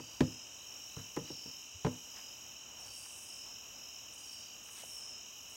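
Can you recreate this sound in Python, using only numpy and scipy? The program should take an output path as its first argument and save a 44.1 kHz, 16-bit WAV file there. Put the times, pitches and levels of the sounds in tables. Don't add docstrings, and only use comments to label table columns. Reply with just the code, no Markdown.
import sys
import numpy as np
from scipy import signal
from scipy.fft import rfft, irfft, next_fast_len
from scipy.io import wavfile
from scipy.ndimage import map_coordinates

SR = 44100
rng = np.random.default_rng(int(sys.argv[2]) if len(sys.argv) > 2 else 0)


def digitize_waveform(pressure):
    field = np.atleast_2d(pressure).T
    bounded = np.clip(field, -1, 1)
    quanta = np.round(bounded * 32767).astype(np.int16)
    wavfile.write(sys.argv[1], SR, quanta)


N = 245175
T = np.arange(N) / SR


def undb(db):
    return 10 ** (np.asarray(db) / 20)


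def level(x, db=0):
    return x * undb(db) / np.sqrt(np.mean(x ** 2) + 1e-20)


def walk(rate):
    points = rng.standard_normal(4096)
    return map_coordinates(points, [T * rate % 4000], order=2)


def colour(x, points):
    hz, db = np.transpose(points)
    size = next_fast_len(len(x))
    log_f = np.log(np.maximum(np.fft.rfftfreq(size, 1 / SR), 1))
    log_hz = np.log(hz)
    outside = np.abs(log_f - np.clip(log_f, log_hz[0], log_hz[-1]))
    gain = undb(np.interp(log_f, log_hz, db) - 100 * outside)
    return irfft(rfft(x, size) * gain, size)[:len(x)]


def resonance(x, hz, width):
    return signal.lfilter(*signal.iirpeak(hz, hz / width, SR), x)


def gate(t, length, rise, fall):
    return np.clip(t / rise, 0, 1) * np.clip((length - t) / fall, 0, 1)


def weeds(x, wet_db, t60):
    t = T[:SR]
    tail = rng.standard_normal(len(t)) * undb(-60 * t / t60) * (t > .003)
    tail /= np.sqrt(np.sum(tail ** 2))
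    return x + undb(wet_db) * signal.fftconvolve(x, tail)[:len(x)]


def strokes(beat, hz, duty, droop, scatter):
    number = np.floor(beat)
    progress = np.minimum((beat - number) / np.clip(duty, .1, 1), 1).astype(np.float32)
    pitch_chance, loudness_chance = rng.standard_normal((1024, 2)).T
    which = number.astype(int) & 1023
    pitch = hz * ((1 + scatter * pitch_chance)[which] - droop * (progress ** 2 - 1 / 4))
    turns = np.cumsum(pitch) / SR
    ring = np.sin(2 * np.pi * (turns - np.floor(turns)).astype(np.float32))
    return undb(0.4 * loudness_chance)[which] * np.sin(np.pi * progress) * ring


def crowd(low_hz, high_hz, beat_hz, duty, droop, scatter, count):
    out = 0
    for hz in np.linspace(low_hz, high_hz, count):
        pace, start = rng.uniform(.75, 1.25), rng.random()
        drift = np.interp(T, np.linspace(0, T[-1], 40), rng.standard_normal(40))
        beat = start + beat_hz * pace * T + .3 * drift
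        out = out + strokes(beat, hz, duty, droop, scatter)
    return out


# (frequency [Hz], relative level [dB])
CREEK_TONE = [(15, -48), (25, -28), (40, -5.5), (60, -1.5), (87, -3.5), (108, -0.5), (163, -9.5),
              (219, -3.5), (419, -8), (584, -6), (758, -6.5), (1000, -6), (1120, -7.5), (1270, -8.5),
              (2100, -15), (2730, -48), (4620, -120)]
# (frequency [Hz], relative level [dB])
WOODS_TONE = [(1700, -26), (2200, 3.5), (4400, -2), (7000, 6), (10000, -7.5), (16000, -1)]


def night_air():
    water = level(colour(rng.standard_normal(N), CREEK_TONE), -63.0)
    water *= undb(0.47 * walk(2.574) + 0.77 * walk(12))
    hiss = level(colour(rng.standard_normal(N), WOODS_TONE), -64.0)
    return water + hiss


# (frequency [Hz], relative level [dB])
TREE_TONE = [(2050, 5.5), (2300, -7.5), (2430, -9.5), (2600, -3.5), (2780, -3), (2900, 1), (2990, 3),
             (3100, -2.5), (3220, -1.5), (3400, -7)]
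MIDDLE_TONE = [(3350, -1.5), (3600, -3.5), (3850, 2.5), (4050, 0.5), (4250, -10)]
GROUND_TONE = [(4700, -18), (5000, -8.5), (5300, -1), (5650, 2), (5950, 1), (6200, -7.5), (6400, -4),
               (6650, -4.5), (6900, -12.5), (7200, -12), (7500, -8.5), (7750, -19.5), (8050, -9.5),
               (8450, -35)]


def choruses():
    trees = crowd(2400, 3150, 52, duty=.55, droop=.04, scatter=.012, count=11)
    trees = weeds(trees, wet_db=-3.5, t60=1.0)
    middle = crowd(3550, 4050, 42, duty=.5, droop=.06, scatter=0.013, count=4)
    middle = weeds(middle, wet_db=3, t60=0.99)
    ground = crowd(5000, 8200, 66, duty=.6, droop=.05, scatter=.01, count=16)
    ground = weeds(ground, wet_db=-1.5, t60=1.0)
    return (level(colour(trees, TREE_TONE), -57.0) * undb(0.11 * walk(3.2))
            + level(colour(middle, MIDDLE_TONE), -69.5)
            + level(colour(ground, GROUND_TONE), -54.5) * undb(.5 * walk(1.88)))


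WING_BEAT_HZ, WING_START = 40.085, .43


def close_cricket():
    song = strokes(WING_START + WING_BEAT_HZ * T, 6665, duty=.54, droop=.04, scatter=0.00238)
    return level(weeds(song, wet_db=-20, t60=0.17), -59)


RASP_RISE, RASP_FALL = .045, 0.48
SCRAPE_HZ = 15.2
# (start [s], length [s], level [dB], throb depth [0-1])
BUSH_RASPS = [(-.15, 2.2, -73, 0.3), (1.842, 0.62, -72, .5), (2.793, 0.19, -61.5, .45),
              (2.893, 0.63, -54.5, 0), (4.12, 0.39, -60.5, 0.4), (4.635, 0.27, -60, .35),
              (4.705, 0.47, -56, 0.04), (5.487, .38, -59.5, .35)]


def bush_katydids():
    power = 0
    for start, length, db, depth in BUSH_RASPS:
        shape = gate(T - start, length, RASP_RISE * length, RASP_FALL * length)
        throb = 1 + depth * np.cos(2 * np.pi * SCRAPE_HZ * (T - start - .015))
        power = power + (undb(db) * shape * throb) ** 2
    teeth = rng.standard_normal(N) * undb(2.0 * walk(500))
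    wing = colour(teeth, [(6500, -31), (7500, -9.0), (8400, -4), (9200, -7.5),
                          (10200, -13), (11500, -17.5), (13000, -27), (15500, -25)])
    rasp = level(wing * undb(0.93 * walk(90)), -2.2) * np.sqrt(power)
    return weeds(rasp, wet_db=-6.0, t60=0.22)


MEADOW_SWELL_S, MEADOW_STOP_S, MEADOW_BED_DB = 0.22, 0.085, -70
# (frequency [Hz], relative level [dB])
MEADOW_TONE = [(8000, -16), (10000, -1), (11500, 4.5), (13500, 9), (15000, 2.5), (16500, 15)]
# (start [s], length [s], level [dB])
BUZZ_TIMES = [(-.08, 0.5, -64.5), (.44, 1.27, -64), (.64, .52, -65.5), (1.72, 0.89, -64), (1.88, 0.45, -67),
              (2.58, 2.48, -65), (3.4, .65, -71), (4.56, 0.46, -62.5), (5.16, .64, -62)]


def meadow_katydids():
    power = undb(MEADOW_BED_DB) ** 2
    for start, length, db in BUZZ_TIMES:
        power = power + (undb(db) * gate(T - start, length, MEADOW_SWELL_S, MEADOW_STOP_S)) ** 2
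    hiss = colour(rng.standard_normal(N), MEADOW_TONE) * undb(0.73 * walk(180))
    return level(hiss) * np.sqrt(power)


def phrase(start, length, hz, db, beat_hz, duty, droop, scatter, rise, fall):
    t = T[:int(length * SR)]
    song = level(strokes(t * beat_hz, hz, duty, droop, scatter), db) * gate(t, length, rise, fall)
    return np.pad(song, (SR + round(start * SR), N))[SR:SR + N]


def chirp(start, length, hz, db, swell):
    return phrase(start, length, hz, db, beat_hz=rng.normal(52.6, 2.96), duty=0.9, droop=0.0197,
                  scatter=0.00791, rise=swell, fall=0.074)


FAR_HZ, FAR_DB, FAR_LENGTH_S = 5390, -59, 0.29
FAR_FIRST_S, FAR_EVERY_S = .92, 1.475
LOW_HZ, LOW_DB, LOW_LENGTH_S, BUZZ_HZ, BUZZ_DB = 4890, -60, 0.31, 4620, -68
LOW_CHIRP_TIMES = [-.07, 1.232, 2.82, 4.25]
# (pitch [Hz], level [dB], swell [s], chirp length [s])
VOICES = [(5332, -49.5, .012, .36), (5500, -51, 0.013, 0.27), (5224, -53, 0.03, 0.29),
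          (5025, -58, .03, .29), (5530, -55.5, 0.037, .3)]
VOICE_TIMES = [
    [1.292, 3.28, 4.888],
    [.66, 1.28, 2.765, 4.235, 4.87],
    [.206, 2.094, 3.735, 4.96],
    [2.09, 3.235, 4.157],
    [1.15, 3.74],
]
# (start [s], length [s], level [dB])
PIP_BURSTS = [(0.579, 0.073, -61.5), (0.889, 0.14, -62), (1.245, .105, -61)]


def chirpers():
    chirps, buzzes, pips = np.zeros(N), np.zeros(N), np.zeros(N)
    for (hz, db, swell, length), starts in zip(VOICES, VOICE_TIMES):
        for start in starts:
            chirps += chirp(start, length, hz, db, swell)
    for start in np.arange(FAR_FIRST_S, T[-1], FAR_EVERY_S):
        chirps += chirp(start, FAR_LENGTH_S, FAR_HZ, FAR_DB, swell=0.045)
    for start in LOW_CHIRP_TIMES:
        chirps += chirp(start, LOW_LENGTH_S, LOW_HZ, LOW_DB, swell=0.044)
        buzzes += phrase(start, LOW_LENGTH_S, BUZZ_HZ, BUZZ_DB, beat_hz=48.2, duty=.7, droop=.06,
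                         scatter=0.0124, rise=0.0098, fall=0.075)
    for start, length, db in PIP_BURSTS:
        pips += phrase(start, length, 3940, db, beat_hz=45.6, duty=0.6, droop=0.114,
                       scatter=0.0072, rise=0.0087, fall=.004)
    return (undb(-4.5) * weeds(chirps, wet_db=-4.5, t60=0.48)
            + undb(-7.5) * weeds(buzzes, wet_db=6.0, t60=.2)
            + undb(-2) * weeds(pips, wet_db=-12, t60=.15))


CRACK_TOP_HZ, CRACK_AT_DB, CRACK_DOUBLING_DB = 2600, -33, 16.5
# (frequency [Hz], relative level [dB], time to fade by 60 dB [s])
BUCKET_MODES = [(77.4, -20, 0.09), (106.2, -11.5, 0.28), (145.8, 1.5, 0.16), (168.7, -11.5, 0.22),
                (209, -11.5, 0.24), (254.8, -3, 0.23), (306.7, -0.5, 0.14), (347, -18.5, 0.18),
                (432, -17, 0.27), (454, 10, 0.061), (506, -2.5, 0.15), (587, 3.5, 0.1), (728, -27, 0.25),
                (835, -3.5, 0.078), (910, -35, 0.071), (974, 9, 0.05), (1150, -17, 0.092),
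                (1450, -3, 0.025), (2400, -26, 0.057)]
# (time [s], level [dB], hardness as a corner frequency [Hz], crack [dB], thud [dB], thud pitch [Hz])
BLOWS = [(0.0, -47, 352, 1, 3, 315), (.2063, -21, 278, -3, 4.5, 269.6), (.968, -38, 180, -6.5, -3.5, 117),
         (.992, -50, 180, -3, 5, 96), (1.166, -42.5, 600, 7, -12, 400), (1.172, -37.5, 480, 1, 10.5, 326),
         (1.211, -43.5, 200, -11, 2, 174), (1.303, -44.5, 430, -4.5, 8, 343), (1.458, -47, 320, -6, 2, 213),
         (1.746, -56.5, 120, -18, 7, 89), (1.848, -27, 330, -2.5, -2, 164), (1.8642, -33, 700, 0, -24, 134)]


def bucket():
    out, t = np.zeros(N + SR), T[:SR // 2]
    for start, db, hard_hz, crack_db, thud_db, thud_hz in BLOWS:
        chance = rng.standard_normal((len(BUCKET_MODES), 2))
        ring = np.zeros(len(t))
        for (hz, mode_db, t60), (share, detune) in zip(BUCKET_MODES, chance):
            strength = undb(mode_db + 1.45 * share) / np.hypot(1, (hz / hard_hz) ** 2)
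            tone = np.sin(2 * np.pi * hz * (1 + 0.013 * detune) * t)
            ring += strength * tone * undb(-60 * t / t60)
        ring *= np.minimum(t / 0.0046, 1)

        age = t * thud_hz
        thud = np.sin(2 * np.pi * thud_hz * t) * (age * np.exp(1 - age)) ** 2

        crack = level(colour(rng.standard_normal(len(t)), [(300, -6.5), (800, 7.5), (1500, 0.5),
                                                           (3000, -6), (6000, -4), (15000, -9.0)]))
        crack *= undb(-60 * t / 0.03) + undb(-16.5) * undb(-60 * t / 0.12)
        top_hz = CRACK_TOP_HZ * 2 ** ((db + crack_db - CRACK_AT_DB) / CRACK_DOUBLING_DB)
        crack = signal.lfilter(*signal.butter(2, min(top_hz, SR / 3), fs=SR), crack)

        soil = np.sin(2 * np.pi * 76 * t) * (t / 0.012) * np.exp(1 - t / .014)
        soil /= np.hypot(1, (hard_hz / 330) ** 2)

        blow = 0.85 * ring + undb(crack_db) * crack + undb(thud_db) * thud + undb(-13.0) * soil
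        i = max(round(start * SR), 0)
        out[i:i + len(t)] += undb(db) * blow
    return weeds(out[:N], wet_db=-14.0, t60=0.3)


FIDGET_DB, FIDGET_HZ, FIDGET_S = -68, 1000, .012


def fidgets(count):
    return [(T[-1] * when, FIDGET_DB + 6 * (size - .5), FIDGET_HZ * 2 ** (pitch - .5), FIDGET_HZ, FIDGET_S)
            for when, size, pitch in rng.random((count, 3))]


# (middle time [s], level [dB], centre [Hz], width of each filter pass [Hz], length [s])
SCUFFS_AND_CLICK = [(.998, -60.5, 1440, 1200, .028), (1.165, -45, 4580, 6900, 0.0033),
                    (1.281, -58, 2080, 900, 0.016), (2.183, -58, 1380, 3100, 0.052),
                    (2.826, -62.5, 760, 1200, 0.12), (2.883, -65.5, 70, 60, 0.11),
                    (3.057, -61, 985, 1510, 0.022), (3.469, -62, 696, 1500, 0.023),
                    (4.69, -58, 1580, 900, .009), (4.794, -56, 2370, 4200, .06),
                    (4.838, -53, 586, 397, 0.0066)]


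def scuffs():
    grit = rng.standard_normal(N) * undb(3.5 * walk(600))
    out = np.zeros(N)
    for middle, db, hz, width, length in SCUFFS_AND_CLICK + fidgets(count=6):
        burst = resonance(resonance(grit, hz, width), hz, width)
        out += level(burst, db) * np.exp(-2 * ((T - middle) / length) ** 2)
    return out


def scene():
    insects = choruses() + close_cricket() + bush_katydids() + meadow_katydids() + chirpers()
    mono = night_air() + insects + bucket() + scuffs()
    return np.array([mono, mono])


TOP_HZ = 15800


def record(dry):
    thinned = signal.sosfilt(signal.butter(2, 42, "high", fs=SR, output="sos"), dry)
    return signal.sosfilt(signal.ellip(12, .1, 70, TOP_HZ, fs=SR, output="sos"), thinned)


dry = scene()
out = record(dry)
digitize_waveform(out)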